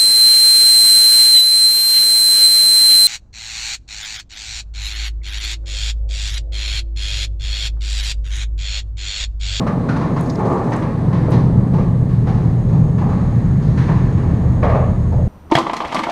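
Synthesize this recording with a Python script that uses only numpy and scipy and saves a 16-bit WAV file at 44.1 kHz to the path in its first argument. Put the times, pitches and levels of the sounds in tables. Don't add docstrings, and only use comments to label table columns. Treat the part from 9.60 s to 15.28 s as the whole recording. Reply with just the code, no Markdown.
import sys
import numpy as np
from scipy import signal
from scipy.fft import rfft, irfft, next_fast_len
from scipy.io import wavfile
from scipy.ndimage import uniform_filter1d, minimum_filter1d, map_coordinates

SR = 44100
rng = np.random.default_rng(int(sys.argv[2]) if len(sys.argv) > 2 else 0)


def output_pcm(signal):
    pcm = np.clip(np.atleast_2d(signal).T, -1, 1) * 32767
    wavfile.write(sys.argv[1], SR, np.round(pcm).astype(np.int16))


N = 250488
TIME = np.arange(N) / SR

# (frequency [Hz], level [dB])
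AIR_COLOUR = [(1000, -17), (2500, -1), (4400, -5.5), (5400, -10.5), (6800, -8.5), (7400, -9), (8500, -6),
              (10400, -13.5), (11300, -17), (13800, -21.5), (15000, -35)]
DECK_COLOUR = [(35, -31), (60, -18), (124, 2.5), (176, 3.5), (260, -16.5), (420, -24), (550, -79),
               (920, -120)]
ROAR_COLOUR = [(200, -23), (310, 6), (430, 3), (600, -3), (850, -7), (1200, -8.5), (1450, -27.5),
               (2200, -57.5), (6000, -120)]
RUSH_COLOUR = [(700, -10.5), (1300, 6), (2000, 2.5), (2900, -11), (4500, -13), (5600, -18), (7300, -21.5),
               (8600, -23), (10400, -26), (11500, -38.5), (15000, -49)]
BLOW_COLOUR = [(150, -5), (500, 0), (1200, -6), (1450, -13), (2100, -17.5), (3000, -26), (5000, -29.5),
               (6800, -35), (7400, -41.5), (10300, -42), (11500, -58.5), (15000, -72)]
# (time [s], level [dB])
HISS_LEVELS = [(0, -76), (.5, -64.5), (.65, -57), (1.3, -73), (2.6, -69), (3.2, -62), (5.68, -62)]
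# (time [s], level [dB], pitch [Hz], fade time [s])
SPITS_AND_WHIZZ = [(0.609, -38.5, 9950, 0.025), (0.628, -47, 8360, 0.07), (.66, -44, 5000, 0.046),
                   (0.694, -35, 4800, 0.11), (0.749, -38.5, 4700, 0.065), (.866, -52, 6960, .08),
                   (.948, -55, 7000, .05), (.976, -46, 4500, .05), (1.13, -38.5, 5460, 0.064),
                   (1.16, -45, 6950, 0.068), (1.699, -52, 9000, 0.2)]
# (time [s], level [dB])
RUMBLE_LEVELS = [(0, -17.5), (1.3, -17), (1.85, -12.5), (2.5, -13), (3.2, -13.0), (3.75, -14.5),
                 (4.25, -14), (4.65, -15), (5.15, -15), (5.68, -18.5)]
# (time [s], level [dB])
AXLE_BOUNCES = [(.06, -17.5), (.285, -15.5), (.565, -21), (1.46, -16.5), (1.70, -14), (1.83, -12),
                (2.135, -10.5), (2.19, -9), (3.12, -6.5), (4.16, -10.5), (4.28, -10.5)]
# (pitch [Hz], first level [dB], change on arrival [dB], change on settling [dB],
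# strength of the noise around the tone [ratio], width of that noise [octaves])
DECK_TONES = [(43.27, -34.5, 8.5, 2, 1.5, 0.35), (82.1, -34.5, 10.5, 6.5, 0.96, 0.2),
              (119.33, -28.5, 11, -2.5, 1.05, 0.16)]
# (frequency [Hz], width [Hz], boost or cut [dB])
GIRDER_RESONANCES = [(360, 39, -2), (485, 16, 3.5), (546, 54, 2), (660, 36, 3), (820, 49, 3.5),
                     (1084, 22, 2), (1210, 21, -7.5), (1750, 270, 4), (2105, 570, 0.5), (4055, 1000, 5),
                     (6140, 650, 4)]
# (time [s], growl and roar level [dB], rush level [dB])
TYRE_LEVELS = [(0.0, -25, -43.5), (1.09, -25.5, -41), (1.37, -26.5, -44), (1.71, -25, -41),
               (1.85, -25.5, -45.5), (2.4, -30.5, -48), (3.43, -31, -50.5), (3.54, -28.5, -43),
               (3.99, -31.5, -44), (4.3, -29, -43.5), (5.08, -28, -45), (5.68, -35.5, -48.5)]
# (pitch [Hz], level [dB], fade time [s])
PLATE_TONES = [(478, -1, .7), (582, 0, .8), (635, -3.5, .9), (690, 0, .9), (857, -3, .8), (974, -6, 1.0),
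               (1103, -2, .8), (1174, -4, .9), (1228, -6, .7), (1778, -13.5, .8)]
# (low edge [Hz], high edge [Hz], level [dB], fade time factor [ratio])
CLATTER_BANDS = [(734, 1290, -5.5, 0.87), (1390, 2940, -5.5, 1.1), (2770, 14000, -4.5, 0.96)]
# (time [s], thud pitch [Hz], thud level [dB], clang pitch [Hz], clang level [dB],
# clatter level [dB], rattle level [dB], base fade time [s])
WHEEL_BLOWS = [(0.0, 480, -34, 1130, -27.5, -41, -51, 0.51),
               (.066, 453, -34, 1170, -20.5, -28, -40.5, 0.34),
               (.286, 252, -18, 1400, -22.5, -28, -37.5, 0.5),
               (.36, 400, -32.5, 900, -24.5, -34, -41, 0.62),
               (.41, 297, -28.5, 1060, -24, -32.5, -44.5, 0.69),
               (.561, 350, -47.5, 1030, -22.5, -31.5, -42, 0.45),
               (.783, 355, -20.5, 815, -21, -38, -55, 1.9), (.849, 435, -15.5, 1090, -23, -50, -45, 0.39),
               (.9, 350, -16.5, 1120, -19.5, -36, -53, 0.74),
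               (.956, 465, -20.5, 877, -23.5, -53, -58, 0.94),
               (1.118, 450, -30.5, 890, -21, -26, -41, 0.42),
               (1.217, 400, -48.5, 1090, -29.5, -32.5, -47, 0.75),
               (1.525, 395, -25.5, 1030, -29, -34, -44.5, 0.95),
               (1.678, 387, -18, 630, -27.5, -50.5, -61, 0.8),
               (1.714, 394, -28.5, 900, -23.5, -30, -36.5, 0.62),
               (2.133, 430, -25, 870, -27, -38.5, -46.5, 0.64),
               (2.18, 418, -21, 1120, -29.5, -36, -46.5, 0.52),
               (2.49, 400, -34.5, 990, -50.5, -43.5, -51.5, 1.6),
               (2.668, 392, -24.5, 760, -27.5, -35, -44, 1.32),
               (3.084, 478, -28, 865, -38.5, -43.5, -52.5, 2.3), (3.14, 330, -28, 860, -30, -59, -54, 0.33),
               (3.378, 400, -32.5, 994, -30, -36, -47.5, .8),
               (3.41, 587, -41.5, 810, -26.5, -42, -57, 1.05), (3.49, 500, -45, 1180, -31, -39, -50.5, 1.1),
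               (4.02, 397, -48, 1010, -38.5, -54.5, -48.5, 2.7),
               (4.173, 300, -22.5, 1040, -33.5, -30, -40.5, 1.5),
               (4.281, 350, -25, 980, -23.5, -29.5, -48, 0.64),
               (4.57, 457, -41, 1090, -36.5, -38.5, -55, 2), (5.027, 560, -12.5, 1155, -19, -24, -43, .58),
               (5.09, 560, -21.5, 1140, -19, -28.5, -45.5, 0.57),
               (5.145, 557, -13.5, 1140, -24.5, -30.5, -50, 0.63),
               (5.521, 537, -21.5, 820, -28, -46, -54, .27), (5.581, 510, -24, 654, -47, -57, -65, 0.81)]


def amp(db):
    return 10 ** (np.asarray(db) / 20)


def unit(x):
    return x / np.sqrt(np.mean(x ** 2) + 1e-20)


def colour_gain(colour, hz):
    points_hz, db = np.transpose(colour)
    return amp(np.interp(np.log(hz + 1), np.log(points_hz + 1), db))


def curves(rows):
    times, *columns = np.transpose(rows)
    return [np.interp(TIME, times, column) for column in columns]


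def ramp(start_s, length_s):
    return np.clip((TIME - start_s) / length_s, 0, 1)


def wobble(rate):
    return map_coordinates(rng.standard_normal(int(N * rate / SR) + 4), [TIME * rate])


def noise(gain_at):
    size = next_fast_len(N + 8192)
    spectrum = rfft(rng.standard_normal(N), size)
    hz = np.fft.rfftfreq(size, 1 / SR)
    return unit(irfft(spectrum * gain_at(hz), size)[:N])


def noise_around(centre_hz, octaves):
    return noise(lambda hz: np.exp(-.5 * (np.log2((hz + 1) / centre_hz) / octaves) ** 2))


def steady(x, span_s):
    size = max(int(span_s * SR), 8)
    power = uniform_filter1d(uniform_filter1d(x ** 2, size), size // 2)
    return x / np.sqrt(np.abs(power) + 1e-9)


def air(floor_db=-59, hiss_hz=6620, width_hz=260):
    hiss = noise(lambda hz: np.exp(-.5 * ((hz - hiss_hz) / width_hz) ** 2))
    floor = noise(lambda hz: colour_gain(AIR_COLOUR, hz))
    return amp(floor_db) * floor + amp(curves(HISS_LEVELS)[0]) * hiss


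def droplets(start_s=0.55, end_s=1.25, fade_s=.06, level_db=-58, centre_hz=6200, clump_db=4.5):
    window = ramp(start_s, fade_s) * (1 - ramp(end_s - fade_s, fade_s))
    clumps = amp(clump_db * wobble(70.4))
    return amp(level_db) * window * unit(clumps * noise_around(centre_hz, octaves=0.49))


def spits_and_whizz(octaves=0.34, grain_db=5.5, rise_share=0.019, sparkle_db=-24, sparkle_hz=11000):
    out = np.zeros(N)
    for start, db, centre_hz, t60 in SPITS_AND_WHIZZ:
        age = np.maximum(TIME - start, 0)
        burst = noise_around(centre_hz, octaves) + amp(sparkle_db) * noise_around(sparkle_hz, octaves)
        rise = 1 - np.exp(-age / (rise_share * t60))
        out += amp(db - 60 * age / t60) * rise * burst
    grain = unit(amp(grain_db * wobble(830)))
    return out * grain


def deck_rumble(gain_db=-3.0, sway_db=1.5):
    level = amp(curves(RUMBLE_LEVELS)[0] + gain_db + sway_db * wobble(12))
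    return level * steady(noise(lambda hz: colour_gain(DECK_COLOUR, hz)), span_s=0.09)


def axle_bounces(gain_db=1, boom_hz=145, rise_s=0.013, t60=0.46):
    power = np.zeros(N)
    for start, db in AXLE_BOUNCES:
        age = np.maximum(TIME - start, 0)
        power += (amp(db - 60 * age / t60) * np.tanh(age / rise_s)) ** 2
    boom = steady(noise_around(boom_hz, octaves=0.26), span_s=0.014)
    return amp(gain_db) * np.sqrt(power) * boom


def deck_drone(arrival_s=1.22, settling_s=4.25, build_cycles=32, drift_hz=2.36, flutter_db=3.0):
    out = np.zeros(N)
    for hz, db, arrival_db, settling_db, roughness, octaves in DECK_TONES:
        build_s = build_cycles / hz
        swell_db = arrival_db * ramp(arrival_s, build_s) + settling_db * ramp(settling_s, build_s)
        cycles = np.cumsum(hz + drift_hz * wobble(5.9)) / SR + rng.random()
        tone = np.sqrt(2) * np.sin(2 * np.pi * cycles) + roughness * noise_around(hz, octaves)
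        level = amp(db + swell_db + flutter_db * np.tanh(wobble(13)))
        out += level * steady(tone, span_s=9 / hz)
    return out


def girder_gain(hz):
    return amp(sum(db / (1 + (2 * (hz - centre) / width) ** 2)
                   for centre, width, db in GIRDER_RESONANCES))


def tyres(growl_gain_db=1, growl_hz=232, roar_gain_db=-2, rush_gain_db=-2):
    low_db, high_db = curves(TYRE_LEVELS)
    growl = steady(noise_around(growl_hz, octaves=0.29), span_s=0.25)
    roar = noise(lambda hz: colour_gain(ROAR_COLOUR, hz) * girder_gain(hz))
    rush = noise(lambda hz: colour_gain(RUSH_COLOUR, hz) * girder_gain(hz))
    return (amp(low_db + growl_gain_db) * growl + amp(low_db + roar_gain_db) * roar
            + amp(high_db + rush_gain_db) * rush)


def plate_ring(gain_db=-10, hardness=0.7, rise_s=.008, spread_db=0.67):
    out = np.zeros(N + SR)
    age = TIME[:SR]
    hz, db, t60 = np.transpose(PLATE_TONES)[:, :, None]
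    hardest_db = max(clang_db for _, _, _, _, clang_db, *_ in WHEEL_BLOWS)
    rise = 1 - np.exp(-age / rise_s)
    tones = amp(db - 60 * age / t60) * rise * np.exp(2j * np.pi * hz * age)
    for start, _, _, _, clang_db, *_ in WHEEL_BLOWS:
        strengths = amp(rng.normal(0, spread_db, len(tones)))
        phases = np.exp(2j * np.pi * rng.random(len(tones)))
        ring = ((strengths * phases) @ tones).real
        out[round(start * SR):][:SR] += amp(clang_db + hardness * (clang_db - hardest_db)) * ring
    return amp(gain_db) * out[:N]


def blow_shape(start, t60, rise_s=0.0057, crash_gain=0.56, crash_s=0.01, touch_db=-18, touch_s=0.0038):
    age = np.maximum(TIME - start, 0)
    touch = amp(touch_db) * np.exp(-np.abs(TIME - start) / touch_s)
    crash = crash_gain * np.exp(-age / crash_s)
    echo = amp(-60 * age / t60)
    return touch + np.tanh(age / rise_s) * (crash + echo)


def joint_clatter(flicker_db=0.56):
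    out = np.zeros(N)
    for band, (low_hz, high_hz, db, stretch) in enumerate(CLATTER_BANDS):
        power = sum((amp(db + band_levels[band]) * blow_shape(start, t60 * stretch)) ** 2
                    for start, _, _, _, *band_levels, t60 in WHEEL_BLOWS)
        band_gain = lambda hz: 1 / np.sqrt((1 + (low_hz / (hz + 1)) ** 12) * (1 + (hz / high_hz) ** 12))
        steel = noise(lambda hz: colour_gain(BLOW_COLOUR, hz) * girder_gain(hz) * band_gain(hz))
        out += np.sqrt(power) * steady(steel, span_s=0.073)
    return amp(flicker_db * wobble(110)) * out


def wheel_bangs(thud_gain_db=-4, thud_stretch=1.11, clang_gain_db=-7, clang_stretch=1.09):
    out = np.zeros(N)
    for start, thud_hz, thud_db, clang_hz, clang_db, _, _, t60 in WHEEL_BLOWS:
        thud = steady(noise_around(thud_hz, octaves=0.35), span_s=0.014)
        clang = steady(noise_around(clang_hz, octaves=0.11), span_s=0.064)
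        out += amp(thud_db + thud_gain_db) * blow_shape(start, t60 * thud_stretch) * thud
        out += amp(clang_db + clang_gain_db) * blow_shape(start, t60 * clang_stretch) * clang
    return out


def scene():
    rolling = deck_rumble() + axle_bounces() + deck_drone() + tyres()
    blows = wheel_bangs() + plate_ring() + joint_clatter()
    bank = spits_and_whizz() + droplets() + air()
    return (rolling + blows + bank)[None]


def record(dry, ceiling=.96, fade_s=.004, top_hz=15100):
    size = SR // 125
    needed_gain = np.minimum(1, ceiling / (np.abs(dry[0]) + 1e-9))
    held_gain = minimum_filter1d(needed_gain, 2 * size)
    smooth_gain = uniform_filter1d(uniform_filter1d(held_gain, size), size)
    fade = np.sin(np.pi / 2 * np.minimum(1, (TIME[-1] - TIME) / fade_s))
    low_pass = signal.ellip(10, .1, 80, top_hz, fs=SR, output="sos")
    return signal.sosfilt(low_pass, dry[0] * smooth_gain * fade)[None]


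dry = scene()
out = record(dry)
output_pcm(out)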